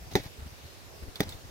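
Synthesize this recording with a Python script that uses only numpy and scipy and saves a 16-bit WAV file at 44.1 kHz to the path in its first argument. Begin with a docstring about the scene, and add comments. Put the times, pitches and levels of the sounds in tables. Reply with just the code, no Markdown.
"""Two knocks of a wooden pole on brick

Each impact gives a dry crack and excites the pole's damped modes, a short woody ring; wall and ground
scatter the sound back. Around the blows the hand-held tip scrapes over the brick and snaps bits of grit.
Soft handling bumps, scuffs and a faint outdoor hiss lie underneath."""
import sys
import numpy as np
from scipy import signal
from scipy.fft import rfft, irfft
from scipy.io import wavfile
from scipy.ndimage import uniform_filter1d

SR = 44100
rng = np.random.default_rng(int(sys.argv[2]) if len(sys.argv) > 2 else 0)


def master_out(mix):
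    """Clip the mix to full scale and print it as 16-bit PCM to the path in sys.argv[1]."""
    frames = np.transpose(np.atleast_2d(mix))
    ceiling = np.clip(frames, -1, 1)
    pcm = np.round(ceiling * 32767).astype(np.int16)
    wavfile.write(sys.argv[1], SR, pcm)


N = 66150

# Phase between the microphone ports. Each row: frequency in Hz, lead of the left in radians.
PORT_LEAD = [(100, .15), (450, 0.58), (760, 0), (900, -2.45), (1300, -2.5), (1700, -4.5), (2100, -6),
             (2500, -4), (3100, -8.5), (4000, -8.5), (4700, -7.5), (6000, -6.5), (7000, -5.5), (15000, -5)]


def amp(db):
    """Amplitude grows tenfold for every 20 dB."""
    return 10 ** (np.asarray(db) / 20)


def unit(x):
    """Normalisation to an rms of 1."""
    return x / np.sqrt(np.mean(x ** 2) + 1e-20)


def read(points, hz):
    """Interpolation on a logarithmic frequency axis."""
    f, value = np.transpose(points)
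    return np.interp(np.log(hz + 1), np.log(f), value)


def add(mix, start, sound):
    """Superposition of a stereo sound, from a start in seconds."""
    part = mix[:, max(round(start * SR), 0):][:, :sound.shape[1]]
    part += sound[:, :part.shape[1]]


def clock(size=8192):
    """Uniform sampling times in seconds."""
    return np.arange(size) / SR


def fade(t, t60):
    """Exponential decay, by 60 dB in t60 seconds."""
    return np.exp(-np.log(1000) * np.maximum(t, 0) / t60)


def panned(side_db):
    """A level difference, split evenly between left and right."""
    return amp(np.array([[.5], [-.5]]) * side_db)


def colour(x, spectrum, correlation, balance, lead=None):
    """Partial coherence: two independent signals are blended and filtered into a stereo pair."""
    hz = np.fft.rfftfreq(x.shape[1], 1 / SR)
    left, independent = rfft(x)
    shared = np.clip(read(correlation, hz), -1, 1)
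    turn = np.exp(-1j * read(lead, hz)) if lead else 1
    right = shared * left * turn + np.sqrt(1 - shared ** 2) * independent
    pair = np.array([left, right]) * panned(read(balance, hz))
    return unit(irfft(pair * amp(read(spectrum, hz)) * (hz > 15), x.shape[1]))


def near_pole(x, spectrum):
    """Sound from near the pole reaches the two ports with differences of level and phase."""
    # Each row: frequency in Hz, left-right correlation.
    correlation = [(100, 0.85), (450, 0.85), (1000, 0.45), (2500, 0.38), (5000, 0.54), (8000, 0.19),
                   (15000, 0.15)]
    # Each row: frequency in Hz, left over right in dB.
    balance = [(100, 13), (400, -1), (1200, -0.5), (2400, -2), (4400, -1.5), (8000, 2.5), (15000, -4.5)]
    return colour(x, spectrum, correlation, balance, PORT_LEAD)


def noise(spectrum, tilt_db=0, size=8192):
    """Filtered Gaussian noise from near the pole, tilted by tilt_db per octave."""
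    tilted = [(hz, db + tilt_db * np.log2(hz)) for hz, db in spectrum]
    return near_pole(rng.standard_normal((2, size)), tilted)


def outdoor_air():
    """Ambient noise: weakly coherent hiss and rumble, gently uneven in time and frequency."""
    # Each row: frequency in Hz, spectral density in dB.
    spectrum = [(25, -11.5), (60, -1), (110, -3), (200, -14.5), (400, -11.5), (750, -16), (1200, -19.5),
                (2500, -22), (5500, -23), (7500, -28.5), (10000, -30.5), (13000, -29), (15500, -35)]
    # Each row: frequency in Hz, left-right correlation.
    correlation = [(60, -0.16), (130, -0.17), (300, 0.49), (640, 0.42), (1400, -0.16), (3000, 0.072),
                   (15000, -0.099)]
    # Each row: frequency in Hz, left over right in dB.
    balance = [(60, -7.5), (200, -3), (500, -0.5), (5000, 1), (15000, -5)]
    level_db, patch_db = -48.5, 1.5
    hiss = colour(rng.standard_normal((2, N)), spectrum, correlation, balance)
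    bands = signal.stft(hiss, nperseg=1024)[2]
    patches = uniform_filter1d(rng.standard_normal(bands.shape[1:]), size=16, axis=0)
    patches = unit(uniform_filter1d(patches, size=8, axis=1))
    return amp(level_db) * unit(signal.istft(bands * amp(patch_db * patches))[1][:, :N])


def handling():
    """Handling noise: each shift of grip gives a low tone pulse and a rub of sleeve and hand."""
    # Each row: centre in seconds, level in dB, frequency in Hz, half length in seconds.
    bumps = [(0.024, -41, 59, 0.036), (0.072, -44, 110, 0.0076), (0.139, -36.5, 100, 0.011),
             (.201, -37, 141, 0.004), (0.264, -33.5, 92, 0.0041), (0.4, -37.5, 71, 0.0094),
             (.429, -35.5, 69.5, .012), (0.469, -35.5, 75, 0.013), (0.524, -42, 88, 0.0088),
             (0.653, -45, 80, 0.023), (0.974, -54.5, 74.4, 0.014), (1.034, -34, 75.4, 0.0092),
             (1.085, -38, 66, 0.006), (1.233, -43.5, 58, 0.029), (1.278, -40.5, 81, 0.015),
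             (1.314, -45.5, 65, 0.009), (1.349, -37, 92, 0.0081), (1.45, -44, 88, .015),
             (1.49, -42, 45.4, 0.018)]
    # Each row: frequency in Hz, spectral density in dB.
    rub = [(25, 12), (60, -5.5), (150, 2.5), (300, -10), (600, -20), (1500, -16.5), (6000, -33)]
    t, thuds, effort = clock(N), np.zeros(N), np.zeros(N)
    for centre, db, hz, half_length in bumps:
        swell = amp(db) * np.exp(-((t - centre) / half_length) ** 2)
        thuds += swell * np.cos(2 * np.pi * hz * (t - centre))
        effort += swell
    return thuds + amp(-6) * effort * noise(rub, size=N)


def friction(length, db, spectrum):
    """Stick-slip friction: dense tiny slips swell and fade as two surfaces drag."""
    slips_per_s, spread_db = 5000, 2.5
    t = clock()
    shape = (2, len(t))
    slips = (rng.random(shape) < slips_per_s / SR) * rng.choice([-1, 1], shape)
    strength = amp(spread_db * np.minimum(rng.exponential(1, shape), 4))
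    swell = np.sqrt(abs(np.sin(np.pi * np.minimum(t / length, 1))))
    return amp(db) * near_pole(slips * strength, spectrum) * swell


def hand_scuffs(mix):
    """Sliding friction of the pole in the hands makes a dull rub."""
    # Each row: start in seconds, length in seconds, level in dB.
    scuffs = [(0.113, 0.017, -44), (1.014, 0.059, -47.5), (1.06, 0.046, -49.5), (1.238, 0.054, -46.5)]
    # Each row: frequency in Hz, spectral density in dB.
    spectrum = [(60, 2), (170, -2), (300, 2), (450, -2), (700, -13), (1200, -15), (5000, -57)]
    for start, length, db in scuffs:
        add(mix, start, friction(length, db, spectrum))


def tip_scrapes(mix):
    """Sliding friction of wood on brick makes a broadband rasp."""
    # Each row: start in seconds, length in seconds, level in dB.
    scrapes = [(0.107, 0.03, -45.5), (0.174, 0.06, -47.5), (0.227, 0.06, -47), (1.153, 0.024, -48.5),
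               (1.194, 0.026, -42), (1.228, 0.014, -39), (1.25, 0.073, -51), (1.281, 0.068, -48.5)]
    # Each row: frequency in Hz, spectral density in dB.
    spectrum = [(150, 8), (400, 2.5), (850, 8), (1200, -3), (2200, 1.5), (2900, -4.5), (3800, 3),
                (6200, -5.5), (7500, -14), (10000, -13.5), (12500, -11), (15500, -11)]
    for start, length, db in scrapes:
        add(mix, start, friction(length, db, spectrum))


def grit_ticks(mix):
    """Brittle fracture: grit snaps under the tip, a broad click with one resonance and a faint tail."""
    # Each row: start in seconds, level in dB, resonance in Hz, its level over the click in dB,
    # click tilt in dB per octave.
    ticks = [(0.1352, -42.5, 6230, -3.5, -3), (0.2357, -47, 4960, -12, 5), (0.6645, -54, 14000, -8, 3),
             (1.1564, -36.5, 3510, -0.5, -4.5), (1.2913, -38, 7830, -3, 2.5),
             (1.3238, -49.5, 3570, 8.5, -4), (1.338, -50.5, 12500, -10, 9)]
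    # Each row: frequency in Hz, spectral density in dB.
    click = [(500, -29), (1200, -9), (2800, -12), (4000, 10), (6000, -6), (8000, -7), (11000, -5.5),
             (15500, -10)]
    rise_s, edge_ratio = 0.00092, 2 ** 0.2
    t = clock()
    envelope = np.minimum(t / rise_s, 1) * (fade(t, t60=0.013) + amp(-8) * fade(t, t60=0.098))
    for start, db, hz, ring_db, tilt_db in ticks:
        ring = noise([(hz / edge_ratio, -30), (hz, 0), (hz * edge_ratio, -30)])
        snap = noise(click, tilt_db) + amp(ring_db) * ring
        add(mix, start, amp(db) * snap * envelope)


def scatter():
    """Diffuse reflection from wall and ground: a short tail in which each band decays at its own rate."""
    # Each row: frequency in Hz, spectral density in dB.
    spectrum = [(100, -4), (330, -3), (600, 3), (800, 8.5), (1100, -5), (2100, -1), (2900, -12.5),
                (3700, -5), (6000, -6.5), (7500, -16.5), (10000, -24), (12500, -15.5), (15500, -23)]
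    # Each row: frequency in Hz, T60 in seconds.
    decay_times = [(150, 0.35), (400, 0.16), (1000, 0.073), (2500, 0.18), (6000, 0.11), (12000, 0.099)]
    delay_s, rise_s = 0.0025, 0.0066
    hz, t, bands = signal.stft(noise(spectrum), SR, nperseg=256)
    tail = signal.istft(bands * fade(t - delay_s, read(decay_times, hz)[:, None]), SR)[1]
    return tail * np.clip((clock(tail.shape[1]) - delay_s) / rise_s, 0, 1)


def wall_reflection(direct):
    """Specular reflection: the wall returns one weaker, duller copy."""
    return amp(-16) * signal.lfilter(*signal.butter(2, (630, 950), "band", fs=SR), direct)


def crack(tilt_db):
    """Contact noise: the tip crushes on the brick in a brief broadband burst."""
    # Each row: frequency in Hz, spectral density in dB.
    spectrum = [(150, 0), (500, -19), (1000, -9), (1500, -1.5), (2300, 4.5), (2900, -21), (3600, 0.5),
                (4400, -4), (6000, -4), (7400, -7.5), (9500, -14.5), (12000, -7), (15500, -9)]
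    rise_s, hold_s = 0.00046, 0.0018
    t = clock()
    return noise(spectrum, tilt_db) * np.minimum(t / rise_s, 1) * fade(t - hold_s, t60=0.024)


def pole_ring(blow, damping):
    """Modal vibration: the spot struck sets each mode's level, and pressing on the brick adds damping."""
    # Each row: frequency in Hz, T60 in seconds, left over right in dB, level in dB in each of two blows.
    modes = [(142, 0.029, 8, -14.5, -29), (197, 0.049, 1, -14, -10.5), (289.5, 0.13, 0, -24, -14.5),
             (380, 0.052, 3, -13, -37), (411.6, 0.072, 0.5, -20, -14), (518.4, 0.0315, -4, -21.5, -18.5),
             (614, 0.037, 2, -24, -26), (761, 0.053, 0, -21.5, -33), (849, 0.084, -7, -25, -41),
             (1230, 0.019, 7, -24, -21.5), (1922, 0.02, -8.5, -41, -17), (2038, 0.057, -10.5, -30.5, -47),
             (3430, 0.022, -4, -30, -21), (3880, 0.017, -15, -23.5, -49)]
    rise_s, rise_cycles = 0.00049, 0.41
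    t, ring = clock(), 0
    for hz, t60, side_db, *levels_db in modes:
        rise = np.minimum(t / (rise_s + rise_cycles / hz), 1)  # low modes build up more slowly
        lead = np.array([[.5], [-.5]]) * read(PORT_LEAD, hz)
        mode = rise * fade(t, t60) * np.sin(2 * np.pi * hz * t + lead)
        ring += amp(levels_db[blow]) * panned(side_db) * mode
    return ring * np.exp(-damping * t)


def knocks(mix):
    """Impact excitation: each blow sends out a crack and a ring, followed by reflections."""
    # Each row: start in seconds, ring level in dB, crack level in dB, crack tilt in dB per octave,
    # scatter level in dB, extra damping in 1/s.
    blows = [(.1536, 0.5, -20.5, -2, -27, 3), (1.2046, 0, -25, 0.9, -32, 101)]
    echo_delay_s = 0.017
    for blow, (start, ring_db, crack_db, tilt_db, scatter_db, damping) in enumerate(blows):
        direct = amp(crack_db) * crack(tilt_db) - amp(ring_db) * pole_ring(blow, damping)
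        knock = direct + amp(scatter_db) * scatter()
        add(knock, echo_delay_s, wall_reflection(direct))
        add(mix, start, knock)


def scene():
    """Superposition of knocks, ticks, scrapes and scuffs on handling noise and outdoor air."""
    mix = outdoor_air() + handling()
    knocks(mix)
    grit_ticks(mix)
    tip_scrapes(mix)
    hand_scuffs(mix)
    return mix


def record(dry):
    """Band limiting: the microphone sheds deep bass, and a low-pass filter removes the highest treble."""
    low_cut_hz, high_cut_hz = 24, 15900
    thinned = signal.lfilter(*signal.butter(1, low_cut_hz, "high", fs=SR), dry)
    low_pass = signal.firwin(511, high_cut_hz, window=("kaiser", 8), fs=SR)
    return signal.oaconvolve(thinned, low_pass[None], "same")


dry = scene()
out = record(dry)
master_out(out)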